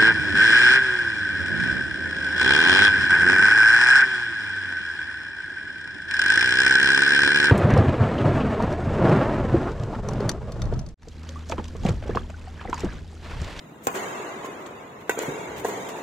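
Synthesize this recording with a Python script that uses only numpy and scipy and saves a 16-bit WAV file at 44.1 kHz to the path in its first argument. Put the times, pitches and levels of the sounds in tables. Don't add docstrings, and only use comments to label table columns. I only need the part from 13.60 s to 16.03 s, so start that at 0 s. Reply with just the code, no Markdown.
import sys
import numpy as np
from scipy import signal
from scipy.fft import rfft, irfft, next_fast_len
from scipy.io import wavfile
from scipy.ndimage import uniform_filter1d

SR = 44100
rng = np.random.default_rng(int(sys.argv[2]) if len(sys.argv) > 2 else 0)


def transcribe(u):
    v = np.clip(np.atleast_2d(u).T, -1, 1)
    q = np.round(v * 32767).astype(np.int16)
    wavfile.write(sys.argv[1], SR, q)


def convert_level_to_amplitude(level_db):
    exponent = np.asarray(level_db, float) / 20
    return 10 ** exponent


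N = 106986

# frequency in Hz, level in dB.
HALL_SPECTRUM = [(60, -40), (150, -8.5), (400, -1), (1000, -2.5), (2500, 8), (5000, 5), (9000, -1),
                 (15000, -7.5)]


def rms_one(x):
    return x / np.sqrt(np.mean(x ** 2) + 1e-20)


def energy_one(x):
    return x / np.sqrt(np.sum(x ** 2) / 2)


def at_hz(points, hz):
    table = np.array(points)
    return np.interp(np.log(hz), np.log(table[:, 0]), table[:, 1])


def cut(x, hz, kind):
    sections = signal.butter(2, np.clip(hz, 10, .45 * SR), kind, fs=SR, output="sos")
    return signal.sosfilt(sections, x)


def click(s, db):
    return convert_level_to_amplitude(db) * np.maximum(0, 1 - np.abs(np.arange(N) - s * SR))


def ring(x, hz, t60):
    radius = convert_level_to_amplitude(-60 / (t60 * SR))
    w = 2 * np.pi * hz / SR
    return signal.lfilter([0, np.sin(w)], [1, -2 * radius * np.cos(w), radius * radius], x + 1e-18)


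def dying(s, rise, t60):
    t = np.arange(N) / SR - s
    attack = np.sin(np.pi / 2 * np.clip(t / rise, 0, 1)) ** 2
    return attack * convert_level_to_amplitude(-60 * np.maximum(t - rise, 0) / t60)


def late(x, samples):
    size = next_fast_len(N + SR // 4)
    phase = np.exp(-2j * np.pi * np.arange(size // 2 + 1) * samples / size)
    return irfft(rfft(x, size) * phase, size)[..., :N]


def fold(x, response):
    size = next_fast_len(2 * N)
    return irfft(rfft(x, size) * rfft(response, size), size)[..., :N]


def diffuse(spectrum, t60s=None):
    # frequency in Hz, side minus mid in dB.
    stereo_width = [(60, -19), (110, -24), (200, -15.5), (380, -10.5), (700, -3), (1290, 0.5), (2380, -1),
                    (4400, 0), (8120, 0), (15000, 1)]
    out = 0
    edges = 22 * 2 ** np.arange(0, 10, .5)
    white = rng.standard_normal((2, 2, N))
    for k, (low, high) in enumerate(zip(edges, edges[1:])):
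        mid, side = cut(white[k % 2], [low, high], "band")
        hz = np.sqrt(low * high)
        shape = 1 if t60s is None else dying(0, 0.016, at_hz(t60s, hz))
        spread = convert_level_to_amplitude(at_hz(stereo_width, hz)) * side * [[1], [-1]]
        out = out + convert_level_to_amplitude(at_hz(spectrum, hz)) * shape * (mid + spread)
    return out


def contact(s, contact_s):
    phase = np.clip((np.arange(N) / SR - s) / contact_s, 0, 1)
    push = np.sin(np.pi * phase) ** 4
    return push / push.sum() + 0.24 * click(s + contact_s / 2, 0)


def crack_noise(s, db, top_hz, air_db):
    hiss = cut(rng.standard_normal((2, N)), 1320, "high")
    hiss = hiss + 0.15 * hiss[::-1]
    dull = cut(hiss, top_hz, "low")
    airy = convert_level_to_amplitude(air_db) * cut(hiss, top_hz, "high")
    return convert_level_to_amplitude(db) * (dull - airy) * dying(s - .0003, .0012, .03)


def body_modes(hit, modes):
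    total = 0
    for m, (hz, db, t60) in enumerate(modes):
        total = total + convert_level_to_amplitude(db) * (-1) ** (m + 1) * ring(hit, hz, t60)
    return cut(total, 230, "high")


def far_modes(hit, modes):
    ring_s = 0.005
    return sum(convert_level_to_amplitude(db) * np.sqrt(t60 / ring_s) * ring(hit, hz, ring_s) for hz, db, t60 in modes)


def wall_slap(pop, echo_s, echo_db):
    smear = rng.standard_normal((2, N)) * dying(echo_s + 0.0029, 0.00085, 0.0081)
    smear = smear + 2 * smear[0]
    echo = 0.26 * late(pop, echo_s * SR) + 0.13 * fold(pop, energy_one(smear))
    return convert_level_to_amplitude(echo_db) * cut(echo, 1200, "low")


def strokes():
    # start in seconds, wall echo delay in seconds, wall echo in dB, hall in dB, left lag in samples.
    stroke_rows = [
        (.2693, 0.076, -15, -17, -18),
        (1.4940, 0.08, -4, -25, 4.5),
        (2.0465, .0375, 1, -13, 2.5),
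    ]
    # frequency in Hz, level in dB, t60 in seconds.
    smash_modes = [(240, -19.5, 0.03), (506, -13, 0.021), (796, -19, 0.063), (1060, -20, 0.13),
                   (1557, -21, 0.016), (1954, -21, 0.0086), (2600, -23.5, 0.0088), (7000, -47, .012)]
    clear_modes = [(440, -9, 0.013), (955, -14, 0.01), (974, -22, 0.14), (2705, -19.5, 0.099),
                   (3204, -13.5, 0.011),
                   (1510, -13, .045), (1942, -18, .07), (2220, -18, .09)]
    drive_modes = [(400, -16.5, 0.03), (815, -13, 0.0097), (1058, -24.5, 0.11), (1590, -19.5, 0.022),
                   (1930, -28.5, 0.089), (4100, -36, 0.0069)]
    # floor reflection delay in seconds, its level in dB, racket contact time in seconds.
    bounce_s = [.0078, .0025, .0042]
    bounce_db = [-16, -8, 2.5]
    contact_s = [0.00052, 0.00086, 0.0013]
    # crack in dB, its upper edge in Hz, share above that edge in dB, crack sent to the hall in dB.
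    crack_db = [-22, -22, -30]
    crack_top_hz = [5950, 5900, 6170]
    crack_air_db = [2.5, -3.5, -12]
    far_crack_db = [4.5, 11.5, -1.5]
    # nearby scatter of the pop in dB, of the crack in dB.
    near_pop_db = [0, -5, 1.5]
    near_crack_db = [-4, 2.5, 9]

    direct, feed = np.zeros((2, N)), np.zeros(N)
    near = convert_level_to_amplitude(-8) * energy_one(diffuse(HALL_SPECTRUM) * dying(0.0057, 0.0033, 0.43))
    for k, modes in enumerate((smash_modes, clear_modes, drive_modes)):
        s, echo_s, echo_db, hall_db, lag = stroke_rows[k]
        hit = contact(s, contact_s[k])
        crack = crack_noise(s, crack_db[k], crack_top_hz[k], crack_air_db[k])
        pop = crack + body_modes(hit, modes)
        pop = pop + convert_level_to_amplitude(bounce_db[k]) * late(pop, bounce_s[k] * SR)
        far = far_modes(hit, modes)
        snap = cut(click(s + .012, far_crack_db[k]), 1320, "high")
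        scatter = fold(convert_level_to_amplitude(near_pop_db[k]) * far + convert_level_to_amplitude(near_crack_db[k]) * crack, near)
        direct += [late(pop[0], lag / 2), late(pop[1], -lag / 2)]
        direct += wall_slap(pop, echo_s, echo_db) + scatter
        feed += convert_level_to_amplitude(hall_db + 15.0) * late(far + snap, max(echo_s - .013, 0) * SR)
    return direct, feed


def knocks():
    # start in seconds, level in dB, frequency in Hz, t60 in seconds, hall in dB.
    knock_rows = [(0.271, -26, 116, 0.025, -33), (.3495, -33, 515, 0.028, -30),
                  (.358, -25, 381, 0.13, -30.5), (0.598, -28, 416, 0.12, -35),
                  (0.8446, -33, 1047, 0.22, -32), (0.8451, -18.5, 435, 0.0082, -24.5),
                  (0.888, -27, 327, 0.023, -31), (1.0713, -27.5, 330, 0.023, -44),
                  (1.5734, -26.5, 466, 0.067, -27), (1.545, -32, 690, 0.073, -37.5),
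                  (1.589, -11.5, 480, 0.011, -22), (1.615, -21, 460, .04, -35),
                  (1.634, -20.5, 899, 0.014, -20), (1.682, -20.5, 157.5, 0.059, -23),
                  (1.691, -40, 440, 0.036, -11), (1.683, -20.5, 297, 0.015, -23.5),
                  (1.688, -16.5, 376, 0.015, -31), (1.6913, -24.5, 403, .025, -30),
                  (1.707, -26.5, 420, 0.044, -32), (2.058, -31, 680, 0.055, -25),
                  (2.175, -26, 448, 0.05, -28.5), (2.292, -18.5, 430, 0.008, -31),
                  (2.352, -29.5, 886, 0.062, -23)]
    direct, feed = 0, 0
    for s, db, hz, t60, hall_db in knock_rows:
        knock = cut(ring(click(s, db), hz, t60), [hz / 2, 3 * hz], "band")
        direct = direct + knock
        feed = feed + convert_level_to_amplitude(hall_db + 28) * knock
    return direct, feed


def ticks():
    # start in seconds, level in dB, t60 in seconds, lowest Hz, highest Hz.
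    tick_rows = [(0.2707, -16.5, 0.021, 1790, 4500), (1.061, -28, .03, 2680, 4700),
                 (2.047, -38, .06, 3000, 5000), (2.046, -27, .03, 6540, 8550),
                 (0.3514, -32, 0.063, 5000, 8900), (.845, -39, .03, 5500, 8600),
                 (1.064, -32.5, 0.036, 6100, 7915), (1.5902, -17.5, 0.012, 4330, 8640),
                 (2.084, -31, .04, 7000, 13920)]
    white = rng.standard_normal((2, N))
    white = white + 0.15 * white[::-1]
    total = 0
    for s, db, t60, low_hz, top_hz in tick_rows:
        total = total + convert_level_to_amplitude(db) * dying(s, 0.0004, t60) * cut(white, [low_hz, top_hz], "band")
    return total


def scuffs():
    # start in seconds, rise in seconds, level in dB, t60 in seconds, lowest Hz.
    scuff_rows = [(0.223, 0.031, -42, 0.081, 4720), (.28, 0.052, -41.5, 1, 4970),
                  (.844, 0.0023, -50.5, 0.44, 3995), (.99, 0.021, -55, 0.13, 9000),
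                  (1.064, 0.0043, -48, 0.041, 13800), (1.399, 0.0084, -62.5, 0.1, 9300),
                  (1.587, 0.0013, -32.5, 0.017, 7900), (1.499, 0.012, -38.5, 0.41, 7000),
                  (1.6, 0.036, -40, 0.42, 3940), (1.957, 0.029, -44.5, 0.37, 7900),
                  (1.781, 0.049, -58, 0.19, 5020), (2.049, 0.019, -40.5, 0.49, 5020),
                  (2.285, 0.0053, -40.5, 0.046, 2540), (2.372, 0.0047, -51, 0.19, 7000)]
    grain_db = 2.5 * rng.standard_normal(N // 120 + 1).repeat(120)[:N]
    white = rng.standard_normal((2, N)) * convert_level_to_amplitude(grain_db)
    white = (white + 0.3 * white[::-1]) * convert_level_to_amplitude(np.array([[.8], [-.8]]))
    total = 0
    for s, rise, db, t60, low_hz in scuff_rows:
        total = total + convert_level_to_amplitude(db) * dying(s, rise, t60) * cut(white, low_hz, "high")
    return total


def hall_response():
    # frequency in Hz, t60 in seconds.
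    hall_t60 = [(100, 1.9), (500, 4.16), (2000, 3.8), (7000, 2.51), (14000, 2.9)]
    return convert_level_to_amplitude(3.0) * energy_one(diffuse(HALL_SPECTRUM, hall_t60))


def steps():
    # time in seconds, level in dB.
    rumble_db = [(0, -85), (1.47, -80), (1.5, -51), (1.54, -75), (1.59, -48), (1.64, -58), (1.69, -53),
                 (1.8, -65), (1.95, -50.5), (2.05, -46), (2.09, -70), (2.28, -58), (2.43, -69)]
    s, db = np.transpose(rumble_db)
    rumble = rms_one(cut(rng.standard_normal(N), [45, 153], "band"))
    return convert_level_to_amplitude(np.interp(np.arange(N) / SR, s, db)) * rumble


def air_murmur():
    # frequency in Hz, level in dB.
    air_spectrum = [(25, -40), (60, -16.5), (140, -5.5), (300, -6), (1000, -17.5), (3000, -24),
                    (7000, -36.5), (15000, -37)]
    return convert_level_to_amplitude(-45) * rms_one(diffuse(air_spectrum))


def port(x):
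    # frequency in Hz, width in Hz, level in dB.
    port_rows = [(4810, 4460, -8), (6707, 1000, 9.5), (10700, 5800, -5), (16200, 670, -1)]
    for hz, width, db in port_rows:
        r = np.exp(-np.pi * width / SR)
        poles = [1, -2 * r * np.cos(2 * np.pi * hz / SR), r * r]
        band = signal.lfilter(np.array([1, 0, -1]) * (1 - r * r) / 2, poles, x)
        x = x + (convert_level_to_amplitude(db) - 1) * band
    return x


def scene():
    direct, feed = strokes()
    taps, tap_feed = knocks()
    reverb = fold(feed + tap_feed, hall_response())
    play = cut(direct + taps + scuffs() + ticks() + reverb, 88, "high")
    return port(play + air_murmur()) + steps()


def denoise(x):
    duck_from_hz = 2200
    hz, _, cells = signal.stft(x, SR, nperseg=2048)
    power = uniform_filter1d(np.mean(np.abs(cells) ** 2, axis=0), size=7, axis=0) + 1e-20
    around = np.exp(uniform_filter1d(np.log(power), size=61, axis=0))
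    faint = 1 / (1 + (power / (1.05 * around)) ** 8)
    faint = faint * np.clip(hz / duck_from_hz - .5, 0, 1)[:, None]
    treble = np.pad(np.mean(np.log(power[hz > duck_from_hz]), axis=0), (2, 0), "edge")
    jump = np.exp(treble[2:] - np.minimum(treble[1:-1], treble[:-2]))
    faint = faint / (1 + (jump / 2.2) ** 6)
    return signal.istft(cells * convert_level_to_amplitude(-22 * faint), SR, nperseg=2048)[1][:, :N]


def band_limit(x):
    return signal.sosfilt(signal.butter(12, 16660, fs=SR, output="sos"), x)


def record(dry):
    top_cut = signal.cheby2(8, 30, 15700 + 500, fs=SR, output="sos")
    x = signal.sosfilt(top_cut, denoise(dry))
    return band_limit(np.tanh(x))


dry = scene()
out = record(dry)
transcribe(out)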